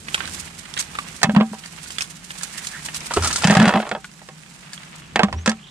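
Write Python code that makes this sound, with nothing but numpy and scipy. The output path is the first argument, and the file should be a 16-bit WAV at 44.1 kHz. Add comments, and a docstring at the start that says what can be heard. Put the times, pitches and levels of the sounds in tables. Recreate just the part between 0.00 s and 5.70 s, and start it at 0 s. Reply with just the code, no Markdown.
"""Leaves and sleeves rustle close by (clicks over hiss) and twigs snap (noise cracks) on a mangrove mudflat; then,
just under a stereo pair, gathered snails are tossed into a plastic bucket, singly and once by the handful, with a wash.
Each shell is a gritty noise burst that rings wall modes; the floor booms with a rising tone and bumps wobble the bucket.
Wet shells grind in a hand, sleeves whistle as wavering tones, feet shuffle as low noise.
Behind: open air and a low distant drone of filtered noise, and a thin bird chirp, one gliding sine."""
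import sys
import numpy as np
from scipy import signal
from scipy.fft import rfft, irfft, next_fast_len
from scipy.io import wavfile
from scipy.ndimage import uniform_filter1d

SR = 44100
rng = np.random.default_rng(int(sys.argv[2]) if len(sys.argv) > 2 else 0)


def unload_audio(sound):
    """Save the sound as a 16-bit wav file, at the path given as the first command line argument."""
    columns = np.transpose(np.atleast_2d(sound))
    # keep every value between -1 and 1, then stretch to whole-number steps
    steps = np.round(np.clip(columns, -1, 1) * 32767)
    wavfile.write(sys.argv[1], SR, steps.astype(np.int16))


N = 251370
TIME = np.arange(N) / SR
HIT_SIZE = int(.24 * SR)   # longest single hit
HIT_TIME = np.arange(HIT_SIZE) / SR

# Every touch has a base level and a hardness; hardness mostly raises its high tick. All pans are left minus right.
# shells striking the bucket and each other: start_s, level_db, hardness_db, knock_hz, clack_hz
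DROPS = [(1.217, -35.5, 9.5, 744, 1530), (1.231, -18.5, 14, 796, 1783), (1.236, -20.5, 8.5, 588, 1190),
         (1.244, -23, 1, 1060, 1770), (1.295, -23.5, -5, 570, 1610), (1.349, -26, -7, 960, 1540),
         (1.363, -17, -3.5, 945, 1290), (1.383, -25.5, -26, 595, 1260), (1.401, -24, -9, 980, 1130),
         (1.409, -19, -9, 1067, 1160), (1.532, -31, -24, 970, 1110), (3.436, -22.5, -4, 836, 3440),
         (3.442, -20, 9.5, 810, 3070), (3.448, -31, 15, 835, 1760), (3.472, -24, 12.5, 980, 1460),
         (3.498, -16.5, 0, 690, 1783), (3.507, -20, 8, 810, 1600), (3.524, -18.5, -5, 835, 1260),
         (3.553, -17.5, -5, 880, 1150), (3.569, -18.5, 6, 750, 1690), (3.599, -17.5, 3.5, 596, 1680),
         (3.617, -17.5, -1, 634, 1327), (3.626, -26, 8, 390, 1500), (3.655, -17.5, 2, 830, 1450),
         (3.678, -17, 2, 735, 1120), (3.692, -17, 0.5, 968, 1440), (3.738, -17, -6, 656, 1140),
         (3.756, -17.5, -14, 800, 1176), (3.778, -21, -28, 625, 1330), (3.868, -31.5, -25, 584, 1150),
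         (3.891, -40, 13, 680, 1120), (3.914, -21, -2, 720, 1420), (3.95, -23, -16, 818, 1720),
         (4.216, -42.5, -9, 824, 1950), (4.288, -39.5, 5.5, 520, 1090), (5.158, -16.5, 3.5, 806, 1790),
         (5.193, -12.5, -3, 850, 1560), (5.215, -23, -26, 1000, 1140), (5.233, -17.5, 5.5, 1050, 1130),
         (5.284, -30.5, -10, 720, 1240), (5.327, -30.5, 6, 1020, 1070), (5.46, -25, 12, 1065, 1350),
         (5.476, -19.5, 8, 517, 1625), (5.494, -27, 14, 1074, 1650), (5.516, -33.5, 8.5, 1030, 1310)]
# shells landing on the drumming floor: start_s, level_db, pitch_hz (passed as it rises); a load lowers and damps it
LANDINGS = [(1.241, -14.5, 162), (1.267, -20.5, 198), (1.285, -12.5, 203.7), (1.334, -19, 216),
            (1.363, -4, 193.7), (1.382, -11, 199), (1.407, -12.5, 212.3), (1.513, -27, 207),
            (3.447, -8, 173), (3.478, -12, 192), (3.498, -8.5, 186), (3.517, -10.5, 195),
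            (3.565, -6.5, 169), (3.587, -8.5, 176), (3.602, -5.5, 198.5), (3.625, -6, 207.5),
            (3.669, -9.5, 188), (3.742, -16, 211.8), (3.758, -12, 205), (3.92, -30, 204), (5.161, -25, 205),
            (5.188, -29, 211), (5.232, -9, 195), (5.474, -13, 210.5)]
# bumps that set the whole bucket wobbling: start_s, level_db (before the soft onset), t60_s
BUMPS = [(3.172, -18, 0.25), (3.207, -15.5, 0.19), (3.395, -30, 0.18), (3.565, -36, 0.17),
         (5.333, -18, 0.23), (5.359, -20, 0.34)]
# modes of the bucket wall: pitch_hz, level_db (relative), t60_s
WALL_MODES = [(420.7, -14, 0.2), (456, -12, 0.093), (608, -0.5, 0.063), (657, 1, 0.03), (774.3, 1.5, 0.16),
              (966, -3, 0.073), (1286, -5, 0.18), (1412, 0.5, 0.017), (1614, 0, 0.1), (1827, 9, 0.014),
              (2160, -1, 0.068), (2595, 1, 0.066), (3337, 0, 0.048), (4860, 6, 0.03)]
# a muddy handful of shells grinding and brushing the rim: start_s, level_db, hardness_db, knock_hz
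HANDFUL = [(3.109, -27, -10, 946), (3.137, -26.5, 13.5, 1050), (3.164, -24, -1, 450),
           (3.17, -19, -15.5, 403), (3.223, -27.5, 8, 1000), (3.235, -25, 7, 1060), (3.245, -21.5, 9, 990),
           (3.257, -24, 3, 860), (3.273, -25, 16.5, 635), (3.304, -32, -8, 1010), (3.328, -32, 25, 955),
           (3.359, -26, 19, 980), (3.379, -37, -8, 1040), (3.421, -27.5, 7, 870)]
# twigs, leaves and wet mud snapping under the hands: start_s, level_db, hardness_db, clack_hz, pan_db
SNAPS = [(0.084, -29.5, -8.5, 1930, -3.5), (0.144, -17, -6.5, 3170, -3), (0.178, -32.5, -12, 1085, 1),
         (0.205, -24.5, -23, 1563, -14.5), (0.739, -37.5, 6, 3400, -10.5), (0.767, -29, -17, 1700, -5.5),
         (0.775, -26.5, -2, 3220, -5.5), (0.789, -37.5, 12.5, 1790, 3.5), (0.793, -33.5, 12.5, 2170, -5),
         (0.952, -30.5, -15, 1270, -3), (0.987, -22, -15, 1176, -2), (1.659, -40, 5.5, 1870, -1.5),
         (1.905, -37, 4, 3100, -2.5), (1.984, -24, -2.5, 3450, -6.5), (2.008, -25.5, 1, 2550, -3.5),
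         (2.021, -35, 11, 2500, 2), (2.305, -32, -14, 1800, -3), (2.433, -40, 14.5, 1350, -2),
         (2.67, -36.5, 11, 3320, -2.5), (2.886, -30.5, -26, 1840, -1), (2.945, -36, 6.5, 2640, -1.5),
         (3.006, -42, 7, 1310, -1.5), (4.044, -34, -8.5, 1450, 0.5), (4.733, -39.5, 7, 1670, 0.5)]
# frequency ranges of knock, clack and tick: low_hz, high_hz, width (side over mid)
TOUCH_RANGES = [(324, 1180, 0.1), (1170, 3340, 0.072), (3970, 8370, 0.51)]
# knock, clack and tick of each kind of touch: above_level_db, slope (dB per dB of hardness)
DROP_COLOUR = [(0.5, 0.0343), (0.5, 0.4), (-14, 1.42)]
SNAP_COLOUR = [(-19.5, -0.3), (1.5, 0.0057), (-1.5, 1)]
SCRAPE_COLOUR = [(-2.5, -0.61), (1, -0.01), (-3.5, 0.64)]
# rustle of sleeves and leaves, with the wash of the pouring shells near 3.6 s, before their gains:
# start_s, swish_db, crackle_db
RUSTLE = [(0.0, -52.5, -47.5), (0.22, -36, -41), (0.35, -41.5, -37), (0.5, -46.5, -47), (1.0, -42, -45.5),
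          (1.2, -46, -43), (1.31, -50, -56.5), (1.5, -49.5, -47.5), (1.95, -44.5, -44), (2.22, -52, -48.5),
          (2.38, -45, -41.5), (3.05, -42, -41.5), (3.28, -36.5, -34), (3.62, -29, -40), (4.0, -55, -55),
          (4.35, -54, -52), (4.82, -47, -50), (5.28, -52, -58.5), (5.7, -52, -58.5)]
# place of the rustle and wash: start_s, pan_db
RUSTLE_PAN = [(0.0, -7.5), (2.6, -7), (3.55, 1.5), (4.3, -9), (4.9, -2), (5.7, -3)]
# shifting feet and body: start_s, level_db
SHUFFLE = [(0.0, -48), (0.3, -40.5), (0.55, -50.5), (1.35, -45.5), (1.54, -58), (1.9, -49.5), (2.27, -58.5),
           (3.1, -46), (3.25, -33.5), (3.6, -53), (3.85, -79), (4.75, -68), (5.35, -35), (5.55, -67)]
# thin rubbing whistles of wet sleeves: start_s, length_s, start_hz, end_hz, level_db (mid-stroke)
RUBS = [(2.51, .14, 2080, 1740, -42), (2.705, 0.11, 1765, 1840, -37), (4.953, 0.15, 3100, 2600, -53),
        (5.551, .22, 2340, 4300, -48)]
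# spectra of swish, leaf crackle, feet and open air: pitch_hz, level_db (relative, per Hz)
SWISH_SPECTRUM = [(200, -11), (450, -8), (900, -1.5), (1700, -0.5), (2700, -1), (4000, -8), (7000, -24),
                  (15000, -70)]
CRACKLE_SPECTRUM = [(1500, -7), (3000, -4), (4500, -2), (6000, -1.5), (8000, 0), (9500, -2), (11500, -5.5),
                    (14000, -13), (16000, -27)]
THUD_SPECTRUM = [(25, -20), (50, -11), (75, -1), (110, -8), (250, -9), (600, -24.5), (2000, -51)]
AIR_SPECTRUM = [(20, -42), (35, 0), (100, -10), (170, -1), (280, -7), (440, -15), (800, -16.5),
                (2500, -20.5), (5700, -21.5), (7800, -19.5), (9400, -47), (15000, -45)]
# bands of the distant drone: pitch_hz, width_hz, level_db (relative)
DRONE = [(150.9, 18.3, -1), (175.8, 23.7, -0.5), (214.7, 22.5, -8)]
# a bird's rising chirp: start_s, pitch_hz, level_db
CHIRP = [(5.36, 5570, -54), (5.385, 5800, -43), (5.405, 6200, -52), (5.42, 6500, -45), (5.44, 6600, -65),
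         (5.455, 6560, -87)]

WALL_DB = -6   # ring of the wall against the crack that excites it
GRIT_DB = 4   # spread of the grains within one touch
# a shell bounces up to twice more, softer and duller each time
REBOUND_S, REBOUND_LOSS_DB, REBOUND_DULLING_DB = .011, 7, 10
# the handful pours in, then settles; the growing pile cushions each new shell
POUR_START_S, POUR_END_S, SETTLED_S = 3.48, 3.79, 3.89
POUR_PER_S, POUR_DB, POUR_SPREAD_DB, SETTLE_DB_PER_S = 62, -24.5, 3.5, 134
POUR_HARDNESS_DB, CUSHION_DB_PER_S = 7, 57
THROW_PAN_DB, POUR_PAN_DB = -4.5, -1.5   # single shells lean right, the handful sits nearer the centre
# unloaded floor; lowering its pitch by so many Hz halves its ring
FLOOR_FREE_HZ, FLOOR_FREE_T60_S, FLOOR_HZ_PER_HALVING = 211.4, 0.17, 22
WOBBLE_HZ = 83
SCRAPE_CLACK_HZ, SCRAPE_SPREAD_OCTAVES, SCRAPE_PAN_DB = 1326, 0.07, -1.5
# fainter snaps come at random, their level following the swish
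SMALL_SNAPS_PER_S, SMALL_SNAP_OVER_SWISH_DB, SMALL_SNAP_SPREAD_DB, SMALL_SNAP_HZ = 5, 5.5, -1.5, 2215
SNAP_KNOCK_HZ = 883
# each listed snap leaves the foliage shaking for a moment
SHAKE_DB, SHAKE_T60_S = -4, 0.15
# harder touches tick higher
TICK_HZ, TICK_OCTAVES_PER_DB, TICK_SPREAD_OCTAVES = 4150, .05, .1
RUB_WAVER = .09   # unsteadiness of a rub's pitch (share)
AIR_DB, DRONE_DB = -51, -48
TREBLE_STOP_HZ = 16000


def shells_in_bucket(pan_spread_db=1.5):
    """Each shell cracks against the plastic and rings every wall mode, with chance signs and nearly even shares."""
    out = np.zeros((2, N))
    wall = np.array([from_db(db) * unit_hit(mode(hz, t60)) for hz, db, t60 in WALL_MODES])
    for s, *shell in shell_touches():
        colour = touch_colour(DROP_COLOUR, *shell)
        pouring = HANDFUL[-1][0] < s < SETTLED_S
        centre_db = POUR_PAN_DB if pouring else THROW_PAN_DB
        pan_db = centre_db + pan_spread_db * rng.standard_normal()
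        crack = unit_hit(contact(crack_t60=.02, chatter_db=-1, chatter_t60=.045,
                                 tail_db=-32, tail_t60=.12, grit_db=GRIT_DB))
        shares = rng.uniform(0.97, 1, len(wall)) * rng.choice([-1, 1], len(wall))
        ringing = from_db(WALL_DB) * unit_hit(shares @ wall) * [[1], [0]]   # mid only
        shell_hit = voiced(crack + ringing, colour, ring_db=-3.0, cycles=160)
        add(out, s, shell_hit, pan_db, lag_per_db=0.95)
    return out


def shell_touches(knock_hz=740, clack_hz=1480, spread_octaves=0.234, hardness_spread_db=4, rest_db=-42, count=3):
    """Each drop and its bounces, then the patter of the pour; rows like DROPS."""
    touches = []
    for s, db, hardness, *pitches in DROPS:
        for k in range(count):
            bounce_db = db - k * REBOUND_LOSS_DB
            if k and bounce_db < rest_db:
                break
            # only the bounces vary in timing and pitch
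            gap, *detune = 1 + min(k, 1) * rng.uniform(-0.1715, 0.167, 3)
            touches.append((s + k * REBOUND_S * gap, bounce_db, hardness - k * REBOUND_DULLING_DB,
                            *np.multiply(pitches, detune)))
    for s, size, edge, pitch in scattered(POUR_START_S, SETTLED_S, POUR_PER_S):
        db = POUR_DB + POUR_SPREAD_DB * size - SETTLE_DB_PER_S * max(s - POUR_END_S, 0)
        hardness = POUR_HARDNESS_DB - CUSHION_DB_PER_S * (s - POUR_START_S) + hardness_spread_db * edge
        shift = 2 ** (spread_octaves * pitch)
        touches.append((s, db, hardness, knock_hz * shift, clack_hz * shift))
    return touches


def bucket_floor(push_s=0.0043, sag=.12, sag_s=0.0075):
    """The floor gives way over a few milliseconds; its pitch rises as the weight of the shell lifts off."""
    out = np.zeros((2, N))
    for s, db, hz in LANDINGS:
        t60 = FLOOR_FREE_T60_S * 2 ** ((hz - FLOOR_FREE_HZ) / FLOOR_HZ_PER_HALVING)
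        # passes the listed pitch at sag_s and ends slightly above it
        rising_hz = hz * (1 + sag * (np.exp(-1) - np.exp(-HIT_TIME / sag_s)))
        phase = 2 * np.pi * np.cumsum(rising_hz) / SR
        boom = np.sin(phase) * fade(t60) * (1 - np.exp(-(HIT_TIME / push_s) ** 2))
        add(out, s, from_db(db) * np.sqrt(2) * boom / np.abs(boom).max())
    # so small a surface radiates little deep bass
    return signal.sosfilt(signal.butter(2, 70, "high", fs=SR, output="sos"), out)


def bucket_bumps():
    """The thin bucket wobbles in its lowest mode, with a soft onset."""
    out = np.zeros((2, N))
    for s, db, t60 in BUMPS:
        add(out, s, from_db(db) * mode(WOBBLE_HZ, t60) * (1 - fade(0.042)))
    return out


def handful():
    """Wet shells slip over each other in brief gritty scrapes that ring in their hollows."""
    out = np.zeros((2, N))
    for s, db, hardness, knock_hz in HANDFUL:
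        clack_hz = SCRAPE_CLACK_HZ * 2 ** (SCRAPE_SPREAD_OCTAVES * rng.standard_normal())
        colour = touch_colour(SCRAPE_COLOUR, db, hardness, knock_hz, clack_hz)
        touch = contact(crack_t60=0.08, chatter_db=-1, chatter_t60=0.07, tail_db=-6, tail_t60=0.15, grit_db=GRIT_DB)
        gripping = 1 - 0.38 * fade(0.0054)   # a scrape takes a moment to bite
        scrape = gripping * voiced(touch, colour, ring_db=3.5, cycles=140, tick_ring_db=-10, fizz_db=-7.5)
        add(out, s, scrape, SCRAPE_PAN_DB, lag_per_db=1.76)
    return out


def twig_snaps():
    """Short cracks with a crumbling tail."""
    out = np.zeros((2, N))
    for s, db, hardness, clack_hz, pan_db in SNAPS + small_snaps():
        colour = touch_colour(SNAP_COLOUR, db, hardness, SNAP_KNOCK_HZ, clack_hz)
        touch = contact(crack_t60=.012, chatter_db=-2, chatter_t60=.055, tail_db=-22, tail_t60=.14, grit_db=GRIT_DB)
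        snap = voiced(touch, colour, ring_db=-1.5, cycles=74, tick_ring_db=0.5, fizz_db=-8.5)
        add(out, s, snap, pan_db, lag_per_db=4.0)
    return out


def small_snaps(hardness_db=-4, hardness_spread_db=6, spread_octaves=0.375, pan_db=-6.5):
    """Faint snaps whose level follows the swish, as rows like SNAPS."""
    times, swish_db, _ = np.transpose(RUSTLE)
    snaps = []
    for s, size, edge, pitch in scattered(0, N / SR, SMALL_SNAPS_PER_S):
        if s * SR >= N - HIT_SIZE / 2:
            continue   # too close to the end to be heard out
        db = np.interp(s, times, swish_db) + SMALL_SNAP_OVER_SWISH_DB + SMALL_SNAP_SPREAD_DB * size
        clack_hz = SMALL_SNAP_HZ * 2 ** (spread_octaves * pitch)
        snaps.append((s, db, hardness_db + hardness_spread_db * edge, clack_hz, pan_db))
    return snaps


def rustle_and_wash(swish_gain_db=2.0, crackle_gain_db=4.5):
    """Sleeves swish and leaves crackle; near 3.6 s the swish is the wash of the pouring shells."""
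    swish_db, crackle_db = in_time(RUSTLE)
    brushing = fine_grains(per_s=440, spread_db=-2.0, clump_db=5.5, smooth_db=-5)
    leaves = fine_grains(per_s=600, spread_db=1.5, clump_db=12.5, smooth_db=-6)
    swish = from_db(swish_db + swish_gain_db) * coloured(brushing, SWISH_SPECTRUM)
    crackle_gain = np.hypot(from_db(crackle_db + crackle_gain_db), shaking())
    crackle = crackle_gain * coloured(leaves, CRACKLE_SPECTRUM)
    return (swish + crackle) * panned(in_time(RUSTLE_PAN)[0])


def fine_grains(per_s, spread_db, clump_db, smooth_db):
    """Clumps of tiny clicks, made of wide stereo noise, over a smooth brushing hiss."""
    born = rng.random(N) < per_s * from_db(clump_db * drift(25)) / SR
    clicks = born * from_db(spread_db * np.minimum(rng.exponential(1, N), 4))
    flutter = np.sqrt(signal.lfilter([1], [1, -.96], clicks ** 2 + 1e-12))   # each click dies away briefly
    return rms_one(flutter * noise(0.91)) + from_db(smooth_db) * noise(1.0)


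def shaking():
    """Gain of the leaf crackle that dies away after each listed snap."""
    out = np.zeros((2, N))
    for s, db, hardness, _, _ in SNAPS:
        add(out, s, from_db(db + hardness + SHAKE_DB) * fade(SHAKE_T60_S))
    return out[0]


def sleeve_rubs(pan_db=-6):
    """The weave of the cloth buzzes unsteadily, swelling and gliding over each stroke of the arm."""
    out = np.zeros(N)
    for s, length, start_hz, end_hz, db in RUBS:
        along = np.clip((TIME - s) / length, 0, 1)
        hz = start_hz + (end_hz - start_hz) * along
        phase = 2 * np.pi * np.cumsum(hz * (1 + RUB_WAVER * drift(246))) / SR
        buzz = drift(100) * np.sin(phase) + drift(100) * np.cos(phase)
        out += from_db(db) * np.sin(np.pi * along) * buzz
    return out * panned(pan_db)


def shuffle():
    """Shifting feet and body thud softly: low noise that swells and falls."""
    return from_db(in_time(SHUFFLE)[0]) * coloured(noise(0.25), THUD_SPECTRUM)


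def open_air():
    """The steady hush of the open mudflat: noise with a smooth spectrum."""
    return from_db(AIR_DB) * coloured(noise(0.47), AIR_SPECTRUM)


def distant_drone():
    """A far low hum: narrow bands of noise, nearly centred."""
    bands = [from_db(db) * rms_one(band(noise(0.19), hz - width / 2, hz + width / 2)) for hz, width, db in DRONE]
    return from_db(DRONE_DB) * rms_one(sum(bands))


def bird():
    """A small bird's thin chirp: one sine, gliding and slightly unsteady."""
    hz, db = in_time(CHIRP)
    sounding = (TIME > CHIRP[0][0]) & (TIME < CHIRP[-1][0])
    phase = 2 * np.pi * np.cumsum(hz * (1 + .022 * drift(300))) / SR
    return sounding * from_db(db) * np.sin(phase)


def touch_colour(rule, db, hardness, knock_hz, clack_hz):
    """Levels, then pitches, of knock, clack and tick."""
    levels = [db + above_db + slope * hardness for above_db, slope in rule]
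    octaves = TICK_OCTAVES_PER_DB * np.clip(hardness, 0, 15) + TICK_SPREAD_OCTAVES * rng.standard_normal()
    return levels + [knock_hz, clack_hz, TICK_HZ * 2 ** octaves]


def contact(crack_t60, chatter_db, chatter_t60, tail_db, tail_t60, grit_db):
    """Mid and side of one touch: a crack, gritty chatter, then faint scatter from the bushes."""
    white, grit = rng.standard_normal((2, 2, HIT_SIZE))
    grains = rms_one(from_db(grit_db * rms_one(uniform_filter1d(grit[0], size=24))))
    chatter = from_db(chatter_db) * fade(chatter_t60) * grains
    tail = from_db(tail_db) * fade(tail_t60)
    return white * (fade(crack_t60) + chatter + tail)


def voiced(touch, colour, ring_db, cycles, tick_ring_db=-4, fizz_db=-23):
    """Knock, clack and tick of a touch: each a broad burst plus a short ring at the pitch of the touching piece."""
    out = 0
    for (low, high, width), db, hz, ring_share_db in zip(TOUCH_RANGES, colour[:3], colour[3:], (0, 0, tick_ring_db)):
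        burst = unit_hit(band(touch, low, high, order=3))
        ring = unit_hit(mode(hz, min(cycles / hz, .05)))
        mid = unit_hit(burst[0] + from_db(ring_db + ring_share_db) * ring)
        out = out + from_db(db) * (mid + width * burst[1] * [[1], [-1]]) / np.hypot(1, width)
    # sand in the contact fizzes at the top of the tick and above
    fizz = unit_hit(band(touch, TOUCH_RANGES[-1][1], 9700, order=1))
    return out + from_db(colour[2] + fizz_db) * fizz


def scattered(start, end, per_s):
    """Uneven times at a given mean rate, each with three chance values."""
    slots = np.arange(start, end, 1 / per_s)
    chance = rng.standard_normal((256, 4))[:len(slots)]
    return zip(slots + np.abs(chance[:, 0]) / per_s, *chance[:, 1:].T)


def add(out, s, sound, pan_db=0, lag_per_db=0):
    """Place a sound in time; it reaches the farther microphone some samples later."""
    for side, sign in enumerate((-1, 1)):
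        start = int(s * SR + max(sign * pan_db, 0) * lag_per_db)
        piece = (sound * panned(pan_db))[side, :N - start]
        out[side, start:start + len(piece)] += piece


def panned(pan_db):
    """Left and right gains of constant power."""
    gains = from_db(np.array([np.atleast_1d(pan_db), -np.atleast_1d(pan_db)]) / 2)
    return gains / np.sqrt(np.mean(gains ** 2, axis=0))


def mode(hz, t60):
    """A struck mode: a decaying sine."""
    return np.sin(2 * np.pi * hz * HIT_TIME) * fade(t60)


def fade(t60):
    """Exponential decay over the length of a hit; t60 in seconds."""
    return np.exp(-np.log(1000) * HIT_TIME / max(t60, 1e-3))


def noise(width):
    """White stereo noise; width is side over mid."""
    mid, side = rng.standard_normal((2, N))
    return np.array([mid + width * side, mid - width * side])


def coloured(source, spectrum):
    """Give a source a smooth spectrum; rms 1."""
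    hz, db = np.transpose(spectrum)
    size = next_fast_len(N)
    bins = np.maximum(np.fft.rfftfreq(size, 1 / SR), 1)
    gain = from_db(np.interp(np.log(bins), np.log(hz), db)) * np.minimum(bins / hz[0], 1)
    return rms_one(irfft(rfft(source, size) * gain, size)[:, :N])


def band(x, low, high, order=2):
    """Causal band-pass."""
    return signal.sosfilt(signal.butter(order, [low, min(high, .45 * SR)], "band", fs=SR, output="sos"), x)


def drift(rate):
    """Smooth chance wandering with spread 1; rate in Hz."""
    r = np.exp(-80 * np.pi * rate / SR)   # one value every 40 samples
    slow = signal.lfilter([1], [1, -2 * r, r * r], rng.standard_normal(N // 40 + 2002))[2000:]
    return np.interp(np.arange(N) / 40, np.arange(len(slow)), rms_one(slow))


def in_time(rows):
    """Curve rows to one value a sample for each column."""
    s, *columns = np.transpose(rows)
    return [np.interp(TIME, s, c) for c in columns]


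def from_db(db):
    """Decibels to gain."""
    return 10 ** (np.asarray(db) / 20)


def rms_one(x):
    """Scale to unit power."""
    return x / np.sqrt(np.mean(x ** 2) + 1e-20)


def unit_hit(x):
    """Scale a hit to the energy of a hundredth of a second at unit power."""
    return x / np.sqrt(np.sum(x ** 2, axis=-1, keepdims=True) * 100 / SR + 1e-20)


def scene():
    """Everything heard from just above the bucket."""
    bucket = shells_in_bucket() + bucket_floor() + bucket_bumps()
    around_bucket = handful() + twig_snaps() + rustle_and_wash() + sleeve_rubs() + shuffle()
    background = open_air() + distant_drone() + bird()
    return bucket + around_bucket + background


def record(dry, shelf_hz=10000, shelf_db=-7):
    """The microphone thins the deep bass and the top treble; peaks are rounded and the top is cut."""
    thinned = signal.sosfilt(signal.butter(1, 28, "high", fs=SR, output="sos"), dry)
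    low = signal.sosfiltfilt(signal.butter(8, min(shelf_hz, .45 * SR), fs=SR, output="sos"), thinned)
    heard = low + from_db(shelf_db) * (thinned - low)
    rounded = heard / (1 + heard ** 4) ** .25
    return signal.sosfilt(signal.cheby2(14, 60, TREBLE_STOP_HZ, fs=SR, output="sos"), rounded)


dry = scene()
out = record(dry)
unload_audio(out)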